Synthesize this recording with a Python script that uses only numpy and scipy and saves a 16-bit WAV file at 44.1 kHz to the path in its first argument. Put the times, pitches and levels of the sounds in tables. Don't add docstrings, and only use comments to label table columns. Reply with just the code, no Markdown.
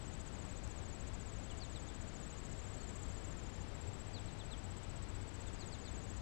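import sys
import numpy as np
from scipy import signal
from scipy.fft import rfft, irfft, next_fast_len
from scipy.io import wavfile

SR = 44100
rng = np.random.default_rng(int(sys.argv[2]) if len(sys.argv) > 2 else 0)


def generate_wav(sig):
    pcm = np.round(np.clip(np.atleast_2d(sig).T, -1, 1) * 32767).astype(np.int16)
    wavfile.write(sys.argv[1], SR, pcm)


N = 274109

# frequency_hz, relative_db
WIND_SPECTRUM = [(15, -3), (30, 0.5), (75, 0), (125, -5), (250, -10.5), (500, -16), (780, -18.5),
                 (1000, -21.5), (2000, -26), (4000, -31), (6200, -36), (8300, -42), (10000, -46.5),
                 (11200, -55), (12500, -58)]
# time_s, level_db (all levels stand before the gains in scene)
ENGINE_SWELL = [(0, -61), (.7, -63), (1.15, -53), (1.6, -64), (2.4, -67), (2.9, -54.5), (4, -57),
                (6.2, -57)]
# pitch_hz, width_hz, relative_db
ENGINE_TONES = [(60.6, 4.25, 0.5), (97.54, 4.97, 2), (183, 5.5, -14)]
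# from_middle_ms, pitch_ratio, relative_db
ARCHED_STROKE = [(-10.3, .982, -16), (-8.3, .976, -1), (-5, .986, 2), (0, .998, -2), (3.5, .99, -2),
                 (7, .971, 4), (8.8, .955, 2), (10.3, .93, -16), (14.5, .88, -22)]
FALLING_STROKE = [(-14, 1, -16), (-11, 1.018, -7), (-7, 1.014, -1), (0, 1, 0), (6, .979, 2), (10, .95, -2),
                  (13, .928, -16)]
SHORT_STROKE = [(-10, .965, -14), (-6, .98, -3), (-2.5, .993, 1.5), (1, 1, .5), (5.5, .98, 0),
                (7.5, .935, -11), (10, .91, -9), (13, .89, -22)]
CRICKETS = {"lead": (ARCHED_STROKE, 7852, -59.5, 31, .25), "low": (FALLING_STROKE, 6800, -62, 15, .22),
            "rival": (SHORT_STROKE, 7565, -58.5, 42, .5), "far low": (SHORT_STROKE, 6690, -72, 5, 0.594),
            "far high": (SHORT_STROKE, 8470, -74.5, 5, 0.87)}
# cricket, start_s, end_s, strokes_per_s, speeding_per_s2,
# opening_effort_db, settled_effort_db
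TRILL_BOUTS = [("lead", .022, 3.28, 16.108, -.091, 0, 0), ("lead", 3.757, 6.18, 15.67, .04, -3, .5),
               ("low", .061, 3.61, 13.8, 0, 0, 0), ("low", 5.348, 6.17, 15.24, -1.55, -8.5, 0),
               ("rival", 1.878, 4, 16.135, -.121, -14, 0), ("rival", 4.655, 6.14, 16.135, 0, -12, -12.5),
               ("far low", .05, 3.25, 14.69, 0, 0, -1.5), ("far low", 3.79, 6.21, 15.29, 0, 1, 1.5),
               ("far high", .005, .55, 18.1, -6, 0, 0), ("far high", 2.322, 3.38, 17.06, 0, -8, 0)]
# start_s, level_db
STEM_TICKS = [(.288, -54), (.6755, -48)]
# start_s, length_s, first_pitch_hz, last_pitch_hz, level_db
BIRD_CHIRPS = [(1.493, 0.036, 3700, 2750, -57.5), (1.601, 0.058, 5030, 3320, -54),
               (1.744, 0.039, 4600, 3280, -54.5), (1.871, .04, 4150, 3100, -60.5),
               (2.782, 0.072, 4530, 4250, -65), (4.131, 0.065, 4920, 3180, -54.5),
               (4.274, .039, 4400, 3340, -62), (4.39, 0.039, 4270, 3090, -55.5),
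               (4.504, 0.05, 4400, 2980, -55), (5.468, .031, 3950, 3240, -63),
               (5.581, 0.07, 5160, 3320, -59), (5.706, .055, 5330, 3280, -59),
               (5.84, .054, 5120, 3330, -58.5)]


def amp(db):
    return 10 ** (np.asarray(db) / 20)


def unit(x):
    return x / np.sqrt(np.mean(abs(x) ** 2) + 1e-20)


def wander(hz):
    size = next_fast_len(N)
    f = np.fft.rfftfreq(size, 1 / SR)[:16384]
    spectrum = rng.standard_normal(len(f)) + 1j * rng.standard_normal(len(f))
    return unit(irfft(spectrum * np.exp(-.5 * (f / hz) ** 2), size)[:N])


def add(mix, start_s, sound):
    part = mix[round(start_s * SR):][:len(sound)]
    part += sound[:len(part)]


def wind(level_db=-49.5, flutter_db=.13, gust_db=.53, gust_at_s=3.6, gust_width_s=1):
    f = np.fft.rfftfreq(N, 1 / SR)
    hz, db = np.transpose(WIND_SPECTRUM)
    colour = amp(np.interp(np.log(f + 1), np.log(hz), db))
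    low_cut = f / np.hypot(f, 12)
    spectrum = rfft(rng.standard_normal(N)) * colour * low_cut
    air = irfft(spectrum, N)
    rumble = irfft(spectrum / (1 + (f / 300) ** 2), N)
    gust = amp(gust_db * np.exp(-((np.arange(N) / SR - gust_at_s) / gust_width_s) ** 2))
    return amp(level_db + flutter_db * wander(11)) * unit(air + (gust - 1) * rumble)


def distant_engine(fading_db=3):
    drone = np.zeros(N)
    for hz, width_hz, db in ENGINE_TONES:
        cycles = np.cumsum(hz + width_hz / 2 * wander(2.8)) / SR
        drone += amp(db + fading_db * wander(4.9)) * np.sin(2 * np.pi * cycles)
    swell_db = np.interp(np.arange(N) / SR, *np.transpose(ENGINE_SWELL))
    return amp(swell_db) * drone


def distant_chorus(pitch_hz=7600, width_hz=600, level_db=-78.5):
    phase = 2 * np.pi * pitch_hz * np.arange(N) / SR
    shimmer = wander(width_hz / 2) * np.cos(phase) + wander(width_hz / 2) * np.sin(phase)
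    return amp(level_db) * unit(shimmer)


def trill(stroke, hz, db, rise_hz_per_db, warm_up_s, bout, slip=.003, grip_db=.85, vary_db=.74):
    start_s, end_s, strokes_per_s, speeding, opening_db, settled_db = bout
    length_s = end_s - start_s
    age_s = np.maximum(np.arange(N) / SR - start_s, -.5 / strokes_per_s)
    sung_s = np.clip(age_s, 0, length_s)
    strokes = strokes_per_s * age_s + speeding * sung_s ** 2 / 2
    last_stroke = np.round(np.interp(length_s, age_s, strokes))
    nearest_stroke = np.clip(np.round(strokes), 0, last_stroke)
    ms = 1000 * (strokes - nearest_stroke) / (strokes_per_s + speeding * sung_s)
    effort_db = settled_db + (opening_db - settled_db) * np.exp(-np.maximum(age_s, 0) / warm_up_s)
    shape_ms, bend, force_db = np.transpose(stroke)
    glide_hz = (hz + rise_hz_per_db * effort_db) * np.interp(ms, shape_ms, bend)
    pitch_hz = glide_hz * (1 + slip * wander(500))
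    stroke_db = db + effort_db + np.interp(ms, shape_ms, force_db)
    level_db = stroke_db + grip_db * wander(160) + vary_db * wander(30)
    touching = np.clip(ms - shape_ms[0], 0, 1) * np.clip(shape_ms[-1] - ms, 0, 1)
    return amp(level_db) * touching * np.sin(2 * np.pi * np.cumsum(pitch_hz) / SR)


def cricket(name):
    return sum(trill(*CRICKETS[name], bout) for singer, *bout in TRILL_BOUTS if singer == name)


def grass_scatter(sound, t60_s=.39, scatter_db=-19):
    t = np.arange(8192) / SR
    echoes = rng.standard_normal(len(t)) * amp(-60 * t / t60_s) * (t > .002)
    tail = signal.oaconvolve(sound, echoes / np.linalg.norm(echoes))[:N]
    return sound + amp(scatter_db) * tail


def dry_stem(t60_s=.012, band_hz=(2000, 8800)):
    out, t = np.zeros(N), np.arange(1024) / SR
    band = signal.butter(4, band_hz, "bandpass", fs=SR, output="sos")
    for start_s, db in STEM_TICKS:
        burst = rng.standard_normal(len(t)) * amp(db - 60 * t / t60_s)
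        add(out, start_s, signal.sosfilt(band, burst))
    return out


def bird(waver=.0014, flutter_db=2, straight_s=.057, bow_per_s=4.4, echo_s=.002, echo_gain=.28):
    out, drift, flutter = np.zeros(N), wander(120), wander(60)
    for start_s, length_s, first_hz, last_hz, db in BIRD_CHIRPS:
        progress = np.linspace(0, 1, round(length_s * SR))
        now = round(start_s * SR) + np.arange(len(progress))
        fallen = progress - bow_per_s * (length_s - straight_s) * np.sin(np.pi * progress)
        pitch_hz = (first_hz + (last_hz - first_hz) * fallen) * (1 + waver * drift[now])
        accent_db = np.interp(progress, [0, .41, 1], [-11, 0, -5])
        envelope = signal.windows.tukey(len(now), .2) * amp(db + accent_db + flutter_db * flutter[now])
        note = envelope * np.sin(2 * np.pi * np.cumsum(pitch_hz) / SR)
        add(out, start_s, note)
        add(out, start_s + echo_s, echo_gain * note)
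    return out


def scene(microphone_db=6, crickets_db=1.8):
    crickets = amp(crickets_db) * sum(grass_scatter(cricket(name)) for name in CRICKETS)
    chirps = grass_scatter(bird(), t60_s=.15, scatter_db=-15)
    meadow = crickets + chirps + dry_stem() + wind() + distant_engine() + distant_chorus()
    return np.array([amp(microphone_db) * meadow, np.zeros(N)])


def record(dry, band_limit_hz=12650):
    positions = np.arange(0, N + 8, 147 / 160)
    upsampled = np.array([np.interp(positions, np.arange(N), channel) for channel in dry])
    restored = signal.resample_poly(upsampled, 147, 160, axis=1)[:, :N]
    low_pass = signal.firwin(511, band_limit_hz, window=("kaiser", 9), fs=SR)
    return signal.oaconvolve(restored, low_pass[None], "same")


dry = scene()
out = record(dry)
generate_wav(out)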